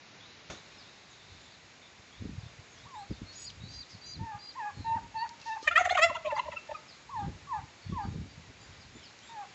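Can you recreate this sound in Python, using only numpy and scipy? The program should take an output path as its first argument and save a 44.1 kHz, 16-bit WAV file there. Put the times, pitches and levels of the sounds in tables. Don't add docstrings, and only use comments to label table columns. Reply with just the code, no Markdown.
import sys
import numpy as np
from scipy import signal
from scipy.fft import rfft, irfft, next_fast_len
from scipy.io import wavfile
from scipy.ndimage import uniform_filter1d, map_coordinates

SR = 44100
rng = np.random.default_rng(int(sys.argv[2]) if len(sys.argv) > 2 else 0)


def pcm_store(signal):
    levels = np.round(np.clip(np.atleast_2d(signal), -1, 1) * 32767)
    wavfile.write(sys.argv[1], SR, levels.astype(np.int16).T)


def level_to_linear(level):
    exponent = np.asarray(level, float) / 20
    return 10 ** exponent


N = 420713


def unit(x):
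    return x / np.sqrt(np.mean(np.abs(x) ** 2) + 1e-20)


def along(points, hz):
    f, v = np.transpose(points)
    return np.interp(np.log(hz + 1), np.log(f + 1), v)


def curves(rows, start=0, count=N):
    s, *columns = np.transpose(rows)
    t = (start + np.arange(count)) / SR
    return [np.interp(t, s, column) for column in columns]


def wobble(rate, count=N):
    knots = rng.standard_normal(int(count * rate / SR) + 4)
    return map_coordinates(knots, [1 + np.arange(count) * rate / SR])


def cycles(hz):
    return 2 * np.pi * np.cumsum(hz) / SR


def noise(spectrum):
    m = next_fast_len(N)
    hz = np.fft.rfftfreq(m, 1 / SR)
    inside = (hz >= spectrum[0][0]) & (hz <= spectrum[-1][0])
    white = rfft(rng.standard_normal(m))
    return unit(irfft(white * level_to_linear(along(spectrum, hz)) * inside, m)[:N])


def swells(rows):
    t = np.arange(N) / SR
    total = np.zeros(N)
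    for s, rise, db, t60 in rows:
        total += level_to_linear(db - np.where(t < s, 20 * (s - t) / rise, 60 * (t - s) / t60))
    return total


def puffs(rows, spectrum):
    return noise(spectrum) * swells(rows)


def note(rows, edge):
    start, count = round(rows[0][0] * SR), round((rows[-1][0] - rows[0][0]) * SR)
    t = np.arange(count) / SR
    return start, np.clip(np.minimum(t, t[::-1]) / edge, 0, 1), curves(rows, start, count)


def bells(rows):
    lead, rise, fall = .2, .72, 1.15
    for s, width, db, *rest in rows:
        span = slice(round((s - 4 * width) * SR), round((s + 4 * width) * SR))
        u = (np.arange(span.start, span.stop) / SR - s) / width
        gain = level_to_linear(db) * np.exp(-.5 * ((u + lead) / np.where(u < -lead, rise, fall)) ** 2)
        yield span, u, gain, rest


def partial(phase, rough, smear_hz):
    fuzz = wobble(smear_hz, len(phase)) + 1j * wobble(smear_hz, len(phase))
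    return np.real((np.sqrt(2 - 2 * rough) + np.sqrt(rough) * fuzz) * np.exp(1j * phase))


def whistles(tables, rough, smear_hz, edge):
    out = np.zeros(N)
    for rows in tables:
        start, window, (hz, db) = note(rows, edge)
        phase = cycles(hz * (1 + .007 * wobble(90, len(hz))))
        out[start:start + len(hz)] += window * level_to_linear(db) * partial(phase, rough, smear_hz)
    return out


def glides(rows):
    return [[(s, first, db), (s + length, last, db)] for s, length, first, last, db in rows]


# frequency in Hz, t60 in seconds.
WALL_DECAY = [(500, 0.38), (2000, 0.4), (8000, 0.2)]


def walls(x, delay):
    hz, t, z = signal.stft(rng.standard_normal(SR // 2), SR, nperseg=256)
    decay = level_to_linear(-60 * t / along(WALL_DECAY, hz)[:, None])
    tail = signal.istft(z * decay, SR, nperseg=256)[1]
    delayed = np.pad(x, (round(delay * SR), 0))
    return signal.fftconvolve(delayed, tail / np.linalg.norm(tail))[:N]


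# time in seconds, hush in dB, treble in dB.
YARD_LEVEL = [(0, -55.5, -98), (.49, -54, -92), (.52, -55.5, -76), (5.4, -56.5, -74), (9.54, -55.5, -73)]
# frequency in Hz, density in dB per Hz.
HUSH_COLOUR = [(24, -31.5), (40, -18), (69, -3), (134, 0), (501, -5), (756, -4.5), (1350, -6), (2330, -3.5),
               (3150, -9), (4170, -8.5), (7000, -14.5), (9100, -73), (15400, -120)]
# frequency in Hz, level in dB.
TREBLE_COLOUR = [(6500, 5.5), (7000, -2), (7600, -1.5), (8000, -14.5), (8500, -34)]


def yard():
    hush_db, treble_db = curves(YARD_LEVEL)
    hush = level_to_linear(hush_db + .7 * wobble(7)) * noise(HUSH_COLOUR)
    treble = level_to_linear(treble_db + 2.5 + 1.1 * wobble(1.9)) * noise(TREBLE_COLOUR)
    return hush + treble


# peak time in seconds, rise in seconds, level in dB, t60 in seconds.
GUST_SWELLS = [(.5, .02, -59, 0.65), (1.3, 0.047, -55.5, 0.55), (2.25, 0.075, -38.5, 0.63),
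               (2.6, .05, -59, 0.13), (3.11, 0.011, -31.5, 0.12), (3.23, 0.042, -38, 0.1),
               (3.65, 0.3, -50.5, 0.29), (3.81, 0.22, -48, .1), (3.955, 0.044, -50, 0.1),
               (4.22, 0.13, -37, 0.2), (4.37, 0.063, -53, 0.12), (2.85, 0.089, -65, 0.18),
               (4.8, 0.065, -42, 0.26), (4.97, 0.15, -46.5, 0.82), (6.42, 0.33, -57.5, 0.54),
               (7.28, 0.099, -35, 0.22), (7.6, 0.27, -51, 0.4), (7.92, 0.041, -32, 0.23),
               (8.06, 0.044, -35, 0.82), (8.22, 0.11, -41.5, 0.13), (8.5, .05, -48.5, 0.12),
               (8.96, 0.07, -50, 0.17)]
# frequency in Hz, level in dB.
BUFFET_COLOUR = [(25, -41.5), (50, -4), (98, -0.5), (170, -9.5), (260, -27), (400, -48)]
# frequency in Hz, level in dB.
EDGE_COLOUR = [(110, -44.5), (180, -2.5), (280, -1.5), (450, -14), (700, -27.5)]


def gusts():
    breeze_db = -68
    buffet_db = 20 * np.log10(level_to_linear(breeze_db + 5.7 * wobble(2.074)) + swells(GUST_SWELLS))
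    lumps = level_to_linear(1.9 * wobble(25))
    edge = unit(lumps * level_to_linear(5.15 * wobble(40)) * noise(EDGE_COLOUR))
    edge_gain = level_to_linear(-8.5 + 0.42 * (buffet_db + 47.5))
    return level_to_linear(buffet_db - 2) * (unit(lumps * noise(BUFFET_COLOUR)) + edge_gain * edge)


# time in seconds, peak in dB, pitch in Hz.
PUSHES = [(0.503, -39, 152), (2.222, -31, 192), (2.258, -34, 182), (2.297, -31.5, 180),
              (2.333, -35.5, 132), (2.354, -40, 138), (2.385, -31.5, 107), (2.436, -38, 114),
              (2.467, -39, 105), (2.597, -40, 102), (3.114, -26, 179), (3.22, -32, 214), (3.62, -38, 108),
              (3.64, -34, 146), (3.952, -40, 151), (4.193, -40, 128), (4.215, -26.5, 138),
              (4.235, -31.5, 119), (4.353, -41, 121), (4.775, -39, 113), (4.808, -34.5, 226),
              (4.883, -35.5, 105), (4.921, -38, 107), (4.963, -33, 202), (5.0, -41, 97), (7.229, -36, 126),
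              (7.249, -31, 148), (7.276, -34.5, 137), (7.587, -37, 114), (7.641, -39.5, 98),
              (7.868, -34, 111), (7.9, -27, 152), (7.93, -24.5, 157), (7.965, -34, 221), (7.992, -38, 92),
              (8.055, -27.5, 174), (8.088, -32, 139), (8.125, -30, 134), (8.162, -29, 161),
              (8.188, -31, 168), (8.212, -29.5, 136), (8.259, -41, 262), (8.381, -41, 132),
              (5.63, -37, 390),
    (8.4, -46, 180),
    (6.5, -44.5, 140),
    (6.1, -40, 240),
    (2.86, -49, 95),
    (2.0, -50, 83),
]


def thumps():
    spike_cycles, boom_hz, boom_s = 0.46, 98, 0.01
    out = np.zeros(N)
    t = np.arange(-SR // 20, SR // 20) / SR
    for s, db, hz in PUSHES:
        turns = rng.uniform(0, 2 * np.pi, 3)
        front = np.exp(-.5 * (t * hz / spike_cycles) ** 2) * np.sin(2 * np.pi * 1.075 * hz * t + turns[0])
        crack = np.exp(-.5 * (t * hz * 1.4 / spike_cycles) ** 2)
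        crack *= np.sin(2 * np.pi * 2.02 * hz * t + turns[2])
        crack_gain = level_to_linear(-13) * min(hz / 180, 1) ** 2
        boom = np.exp(-.5 * (t / boom_s) ** 2) * np.sin(2 * np.pi * boom_hz * t + turns[1])
        push = front + crack_gain * crack + level_to_linear(-7.5) * (hz < 300) * boom
        out[round(s * SR) - SR // 20:][:len(t)] += level_to_linear(db - 2.0) * push
    return out


# frequency in Hz, level in dB.
SLAP_COLOUR = [(50, 5), (350, 4.5), (2000, -2.5), (5000, -8.5), (6700, -3.5), (8400, -33)]
# peak time in seconds, rise in seconds, level in dB, t60 in seconds.
RUSTLE_SWELLS = [(3.33, 0.011, -52, 0.47), (3.42, 0.037, -57.5, 0.39), (3.74, 0.071, -53.5, 0.4),
                 (5.292, 0.0005, -39, 0.016), (5.4, 0.001, -55, .02), (5.415, 0.0013, -47.5, .02),
                 (5.47, 0.083, -52, 0.59), (5.63, 0.012, -46.5, 0.14), (9.19, 0.0011, -51, 0.015),
                 (3.502, .003, -49, .04), (3.9, 0.011, -52.5, .2)]
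# frequency in Hz, level in dB.
DOWN_COLOUR = [(2500, -12), (4500, 0.5), (6500, -4), (8300, -28)]


def feathers():
    return puffs([(.5, 0.0013, -41.0, 0.34)], SLAP_COLOUR) + puffs(RUSTLE_SWELLS, DOWN_COLOUR)


# time in seconds, level in dB, first pitch in Hz.
RISING_CALLS = [(.2, -59, 3350), (.51, -57, 3350), (.83, -61, 3350), (2.12, -64, 3200), (2.77, -62, 3200),
                (2.95, -60, 3600), (2.92, -69, 6600), (9.22, -64, 3100)]
# time in seconds, level in dB, first pitch in Hz.
FALLING_CALLS = [(.78, -59, 5400), (1.095, -67, 7400), (1.51, -61, 4900), (2.39, -62, 5200),
                 (2.74, -66, 6800), (3.1, -62, 5300), (3.9, -57, 5600), (6.88, -56, 5300),
                 (7.17, -63, 4400), (8.8, -63, 5200), (9.03, -57, 5450), (9, -62, 3700)]
# time in seconds, level in dB, first pitch in Hz.
LEVEL_CALLS = [(1.19, -63, 3600), (1.41, -66, 7100), (1.45, -64, 3500), (1.82, -61, 3620),
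               (2.42, -62, 3600), (2.69, -65, 6550), (3.13, -62, 3600), (7.82, -61, 4400),
               (7.88, -64, 3450), (8.02, -64, 4600), (8.29, -63, 4650), (8.6, -63, 4750), (8.61, -65, 7050),
               (8.94, -65, 7050), (8.94, -63, 3520), (9.23, -65, 7350), (9.27, -62, 3680),
               (4.74, -62, 4300), (4.79, -62, 4150), (4.84, -60, 3900), (.27, -64, 3950)]


def sparrows():
    shapes = [(.08, 1.2, RISING_CALLS), (.055, .74, FALLING_CALLS), (.06, 1.01, LEVEL_CALLS)]
    rows = []
    for length, bend, calls in shapes:
        rows += [(s, length, hz, bend * hz, db) for s, db, hz in calls]
    early_db = 7 * (np.arange(N) < 1.7 * SR)
    chatter = level_to_linear(-75 + early_db + 4 * wobble(14)) * noise([(3000, -19.5), (3700, 0), (5400, -15)])
    return whistles(glides(rows), rough=.65, smear_hz=380, edge=.004) + chatter


# start in seconds, length in seconds, level in dB, pitch in Hz, closing plunge in Hz.
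NEAR_PEEPS = [
    (3.255, 0.086, -51, 4480, 30),
    (3.45, 0.058, -43, 5080, 2210),
    (3.682, 0.16, -46, 4830, 1430),
    (4.011, .16, -45, 4800, 1290),
    (4.388, .14, -47.5, 4885, 1400),
    (5.161, 0.083, -46, 4620, 30.3),
]


def peeps():
    plunge_s, under = 0.037, 0.845
    for s, length, db, hz, plunge_hz in NEAR_PEEPS:
        t = np.linspace(0, length, num=40)
        end = np.clip(1 + (t - length) / plunge_s, 0, 1)
        level = db - 9.5 * (1 - np.minimum(t / (length - plunge_s), 1)) - 12 * end ** 2
        climb_hz = -302.5 * np.exp(-t / 0.04)
        sag_hz = 120.4 * (t / length) ** 3
        yield np.transpose([s + t, hz + climb_hz - sag_hz - plunge_hz * end ** 1.8, level])
        for k, under_db in [(1, db - 12.5), (2, db - 41.5)]:
            strand_hz = k * under * hz
            yield [(s + 0.019, strand_hz, under_db), (s + length - plunge_s / 2, strand_hz, under_db)]


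# start in
# seconds, length in seconds, first and last pitch in Hz, level in dB.
SIDE_STRANDS = [(3.6, .091, 3751, 4051, -56.5), (3.63, .06, 4400, 4400, -59), (3.35, .09, 4900, 4900, -59),
                (3.35, .121, 6701, 6851, -49.5), (3.7, .101, 6401, 6401, -63),
                (4.055, .081, 6051, 6031, -54.5), (4.05, .091, 6751, 6651, -60),
                (3.42, .041, 7001, 7701, -61), (4.518, .022, 6000, 4200, -60),
                (3.39, .07, 7700, 7900, -63), (4.89, .071, 651, 641, -56.5),
                (6.76, .021, 4701, 4601, -57.5), (5.41, .031, 2681, 2651, -55.5),
                (5.5, .061, 3801, 3701, -58.5), (3.44, .03, 4500, 4600, -53),
                (3.465, .03, 4300, 4400, -54), (4.115, .03, 4900, 4900, -52), (9.42, .04, 1150, 1080, -54),
                (4.685, .03, 1250, 1050, -50), (5.57, .025, 1150, 950, -52)]


def chicks():
    near = whistles(peeps(), rough=0.19, smear_hz=205.5, edge=0.0037)
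    return near + whistles(glides(SIDE_STRANDS), rough=0.31, smear_hz=417, edge=0.0072)


# time in seconds, pitch in Hz, level in dB.
SLIDING_YELPS = [
    [(2.85, 923, -53), (2.86, 923, -55), (2.874, 1148, -54.5), (2.9, 1127, -60), (2.946, 1003, -46),
     (2.962, 872, -44), (3.032, 783, -46.5), (3.07, 820, -75)],
    [(4.19, 870, -56), (4.2, 879, -49.5), (4.25, 944, -43.5), (4.282, 867, -41.5), (4.3, 892, -41),
     (4.33, 824, -42.5), (4.358, 822, -43), (4.385, 854, -62)],
    [(4.55, 896, -56), (4.56, 900, -47), (4.568, 1054, -46), (4.582, 1048, -39.5), (4.606, 908, -37.5),
     (4.63, 836, -38.5), (4.68, 846, -36), (4.71, 786, -51)],
    [(7.09, 935, -46), (7.098, 928, -45), (7.108, 1173, -50), (7.136, 1074, -41), (7.174, 870, -34.5),
     (7.208, 822, -36), (7.252, 790, -44.5), (7.27, 864, -68)],
    [(7.47, 1073, -45), (7.482, 1180, -52), (7.5, 1114, -42), (7.528, 987, -32.5), (7.54, 886, -32.5),
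     (7.574, 823, -36.5), (7.598, 763, -47.5), (7.61, 850, -61)],
    [(7.92, 1121, -48), (7.946, 1120, -46.5), (7.976, 1004, -35.5), (7.99, 895, -35), (8.004, 844, -36),
     (8.04, 784, -43.5), (8.065, 765, -54)],
    [(9.29, 930, -47), (9.298, 932, -49.5), (9.346, 904, -48.5), (9.382, 832, -42), (9.418, 816, -41),
     (9.444, 733, -50.5), (9.46, 730, -66)],
]
# time in seconds, pitch in Hz, level in dB.
COVERED_YELP = [(6.245, 1155, -47), (6.275, 1058, -42), (6.3, 983, -36.5), (6.325, 871, -35),
                (6.36, 858, -39), (6.385, 800, -41)]
# time in seconds, pitch in Hz, level in dB.
HELD_YELPS = [
    [(4.843, 896, -42), (4.853, 896, -41.5), (4.871, 905, -35), (4.931, 885, -31), (4.963, 955, -34.5),
     (4.973, 893, -32), (4.985, 760, -48), (4.995, 779, -62)],
    [(5.14, 896, -44), (5.148, 863, -44), (5.158, 892, -35), (5.194, 881, -34.5), (5.242, 952, -31.5),
     (5.254, 857, -40.5), (5.272, 884, -48)],
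    [(5.455, 910, -57), (5.463, 914, -42.5), (5.485, 914, -36.5), (5.497, 887, -36), (5.529, 885, -33.5),
     (5.557, 893, -39.5), (5.569, 825, -37), (5.577, 810, -52), (5.585, 930, -48)],
]
# sliding, covered, then held, in dB.
YELP_SECOND_DB = [-20, -15, -9.5, -19, -19, -16.5, -14, -17, -18, -13, -10]


def yelps():
    sliding = SLIDING_YELPS + [COVERED_YELP]
    tones = [(-12, -15)] * len(sliding) + [(-8, -28)] * len(HELD_YELPS)
    for rows, second_db, (third_db, break_db) in zip(sliding + HELD_YELPS, YELP_SECOND_DB, tones):
        yield rows, second_db, third_db, break_db


def hen():
    break_hz, scrape_s = 1205, 0.025
    out = np.zeros(N)
    for rows, second_db, third_db, break_db in yelps():
        start, window, (hz, db) = note(rows, edge=0.0054)
        count = len(hz)
        phase = cycles(hz * (1 + 0.0082 * wobble(66.4, count)))
        sink = level_to_linear(-.09 * np.maximum(hz - 910, 0))
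        second = level_to_linear(second_db) * partial(2 * phase, 0.24, 90.3)
        third = level_to_linear(second_db + third_db) * sink * partial(3 * phase, 0.18, 110)
        voice = partial(phase, 0.017, 120) + sink * (second + third)
        late = np.linspace(0, 1, count) ** 4.4
        broken = partial(2 * np.pi * break_hz * np.arange(count) / SR, 0.84, 100)
        voice += level_to_linear(break_db + 10.5) * late * broken
        left = np.arange(count)[::-1] / SR
        scrape = partial(1.3 * phase, 1.0, 900) + 0.79 * partial(2 * phase, 0.75, 900)
        scrape *= level_to_linear(np.max(db) - 18) * np.exp(-left / scrape_s)
        out[start:start + count] += window * (level_to_linear(db) * voice + scrape)
    return out


# time in seconds, width in seconds, level in dB, pitch in Hz.
CLUCK_NOTES = [(5.857, 0.0039, -34, 1149), (5.986, 0.012, -32.5, 1115), (6.1036, 0.0061, -32.5, 1018),
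               (6.154, 0.0058, -29.5, 993), (6.3076, 0.0039, -46.5, 1363), (6.3694, 0.0043, -30, 1007),
               (6.384, 0.0038, -31, 880), (6.396, 0.006, -23, 1007), (6.462, 0.0092, -44.5, 936),
               (6.4868, 0.0057, -43, 950), (6.5329, 0.0068, -38, 955), (6.5718, 0.0065, -40.5, 1350),
               (6.7, 0.009, -42, 893), (6.72, .006, -39, 872), (6.754, 0.009, -43, 1257)]


def clucks():
    octave_from_hz = 1198
    out = np.zeros(N)
    for span, u, gain, (hz,) in bells(CLUCK_NOTES):
        high = hz > octave_from_hz
        swoops = hz < octave_from_hz and len(u) < 8 * .008 * SR
        swoop_hz = 44.8 * swoops * np.clip(.3 - u, 0, 2) ** 2
        arch_hz = 22 * high * np.minimum((u + 0.25) ** 2, 6)
        octave_db = -15 + 0.1354 * max(hz - octave_from_hz, 0)
        phase = cycles(hz + swoop_hz - arch_hz)
        tone = partial(phase, 0.43, smear_hz=156.0)
        tone += level_to_linear(octave_db) * partial(2 * phase, .3, smear_hz=198)
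        tone += level_to_linear(-23) * partial(3 * phase, 0.71, smear_hz=300)
        tone += level_to_linear(-24) * partial(4 * phase, 0.85, smear_hz=395)
        out[span] += gain * tone
    return out


# time in seconds, roughness from 0 to 1.
ROUGHNESS = [(5.68, .25), (5.78, .1), (5.8, .6), (5.86, .48), (5.99, .45), (6.01, .08), (6.05, .08),
             (6.08, .45), (6.8, .5)]
# time in seconds, width in seconds, level in dB, pitch in Hz.
THROAT_PULSES = [(5.68, 0.0067, -35, 605), (5.72, .01, -43, 703), (5.771, 0.014, -35.5, 658),
                 (5.797, 0.01, -30.5, 744.5), (5.814, 0.0049, -23, 717), (5.836, 0.0075, -39, 725.6),
                 (5.862, 0.0046, -26, 729), (5.876, 0.0032, -30, 687), (5.913, 0.0043, -24, 723.4),
                 (5.927, 0.0026, -27, 712.3), (5.958, 0.0037, -26.5, 742), (5.972, 0.0042, -38, 738),
                 (5.997, 0.01, -28.5, 600.8), (6.0357, 0.017, -25.5, 663.4), (6.051, 0.0074, -21.5, 686.5),
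                 (6.1147, 0.0047, -32.5, 594), (6.171, 0.0074, -38, 648), (6.257, 0.0064, -30.5, 602.6),
                 (6.273, 0.0071, -30, 607), (6.33, 0.0057, -31, 594), (6.468, 0.0068, -40, 621),
                 (6.49, 0.0039, -36.5, 600), (6.544, 0.0085, -47.5, 598), (6.697, 0.0033, -38, 601),
                 (6.72, 0.0069, -38, 596)]
# time in seconds, width in seconds, level in dB, pitch in Hz, mouth resonance in Hz.
BEAK_BURSTS = [(5.66, .017, -47.5, 607, 1380), (5.68, 0.0045, -18, 604.3, 2040),
               (5.689, .003, -29.5, 599, 2700), (5.7146, 0.0024, -28, 679, 1390),
               (5.725, 0.0068, -31, 698, 1390), (5.763, 0.005, -17.5, 611.4, 2020),
               (5.77, .004, -24.5, 640.6, 1900), (5.7804, .0042, -15, 660, 1310),
               (5.792, .003, -27, 682, 1350), (5.806, 0.013, -34.5, 728.6, 1900),
               (5.858, .009, -30.5, 616.3, 1900), (5.897, .0036, -27.5, 591, 1780),
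               (5.903, 0.0035, -37.5, 688.5, 3450), (5.912, .005, -36.5, 700, 4150),
               (5.919, .011, -35, 707.5, 1900), (5.954, .007, -30.5, 704, 2470),
               (5.979, 0.0065, -23.5, 612.7, 1230), (5.995, 0.007, -25, 623.5, 2000),
               (6.036, 0.0062, -34, 679, 5350), (6.036, .014, -21, 668.4, 2300),
               (6.034, .014, -27, 667, 1330), (6.1, .005, -39, 639, 1957), (6.156, .008, -39, 706.4, 2800),
               (6.167, 0.0058, -37, 688, 1432), (6.264, 0.011, -42, 660, 2700),
               (6.322, 0.0095, -46, 595, 1759), (6.376, .01, -39.5, 695, 1960),
               (6.3966, 0.00474, -35.5, 684, 2740), (6.531, .0086, -44, 646, 1880),
               (6.28, 0.01, -55.5, 640, 3900), (6.313, 0.0021, -44, 700, 2100),
               (6.36, 0.0037, -48, 675, 4700), (6.52, .004, -45.5, 680, 2720),
               (6.715, .005, -50, 680, 2680)]
# time in seconds, pitch in Hz.
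PITCH_BENDS = [(5.673, 643.7), (5.692, 584.4), (5.709, 698), (5.735, 694), (5.752, 599), (5.79, 715),
               (5.825, 677.5), (5.834, 743.4), (5.878, 680.4), (5.945, 774), (5.974, 717.4), (6.069, 670),
               (6.106, 692.5), (6.126, 595.5), (6.25, 634), (6.285, 599)]
# frequency in Hz, level in dB.
NECK_COLOUR = [(3300, 1), (5500, -10), (6900, 1), (8000, -16), (8600, -32)]


def beak_bursts(phase, hz, rough):
    out, k = np.zeros(N), np.arange(2, 14)[:, None]
    lag = rng.normal(0, .5, size=14)
    for span, _, gain, (_, mouth_hz) in bells(BEAK_BURSTS):
        burst_ms = 125 * len(gain) / SR
        elapsed_s = span.start / SR - BEAK_BURSTS[0][0]
        rasp_db = -33 + 26 * rough[span].mean() + 1.05 * burst_ms - 6 * elapsed_s
        tones = []
        for j in k[:, 0]:
            share = np.minimum(rough[span] * 0.2 * j, .95)
            tones.append(partial(j * phase[span] + lag[j], share, smear_hz=487))
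        overtone_hz = k * hz[span]
        mouth = 1 / (1 + ((overtone_hz - mouth_hz) / 400) ** 4) + 0.25 / (1 + (overtone_hz / 3200) ** 12)
        scatter = level_to_linear(rng.normal(0, 3.9, k.shape) + along(NECK_COLOUR, overtone_hz)) * (k >= 5)
        shape = mouth / np.sqrt(np.sum(mouth ** 2, 0))
        shape = shape + level_to_linear(rasp_db) * scatter / np.sqrt(np.sum(scatter ** 2, 0))
        out[span] += gain * np.sum(shape * np.array(tones), 0)
    return out


def gobble():
    throat_pitch = [(row[0], row[3]) for row in THROAT_PULSES]
    beak_pitch = [(row[0], row[3]) for row in BEAK_BURSTS]
    hz, = curves(sorted(throat_pitch + beak_pitch + PITCH_BENDS))
    low_hz, = curves(sorted(throat_pitch + PITCH_BENDS))
    rough, = curves(ROUGHNESS)
    low = cycles(low_hz * (1 + .01 * wobble(150)))
    phase = cycles(hz * (1 + .03 * rough * wobble(160)))
    power = np.zeros(N)
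    for span, _, gain, _ in bells(THROAT_PULSES):
        power[span] += gain ** 2
    throat = partial(low, .2 * rough, smear_hz=127.1) + level_to_linear(-10.5) * rough * partial(low, 0.64, smear_hz=700)
    hum = partial(2 * np.pi * 77.3 * np.arange(N) / SR, 0.79, smear_hz=45)
    chest = level_to_linear(-50.5) * uniform_filter1d(power ** 0.057, size=1200) * hum
    return beak_bursts(phase, hz, rough) + chest + np.sqrt(power) * throat


def scene():
    air = yard() + gusts() + thumps() + feathers()
    far = sparrows()
    flock = chicks() + hen()
    cock = clucks() + gobble()
    echo = level_to_linear(-4.0) * walls(far, delay=.01)
    echo += level_to_linear(-14) * walls(flock, delay=.015)
    echo += level_to_linear(-15.0) * walls(cock, delay=0.014)
    return (cock + flock + far + echo + air)[None]


def low_pass(x):
    return signal.sosfilt(signal.butter(12, 8510, fs=SR, output="sos"), x)


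def record(dry):
    low_cut_hz, top_hz = 29, 8500
    soft = dry / (1 + np.abs(dry / .33) ** 4) ** .25
    hz = np.fft.rfftfreq(N, 1 / SR)
    spectrum = rfft(soft) * (hz < top_hz) * hz ** 2 / (hz ** 2 + low_cut_hz ** 2)
    mix = irfft(spectrum, N) + level_to_linear(-99) * rng.standard_normal(dry.shape)
    return low_pass(mix)


dry = scene()
out = record(dry)
pcm_store(out)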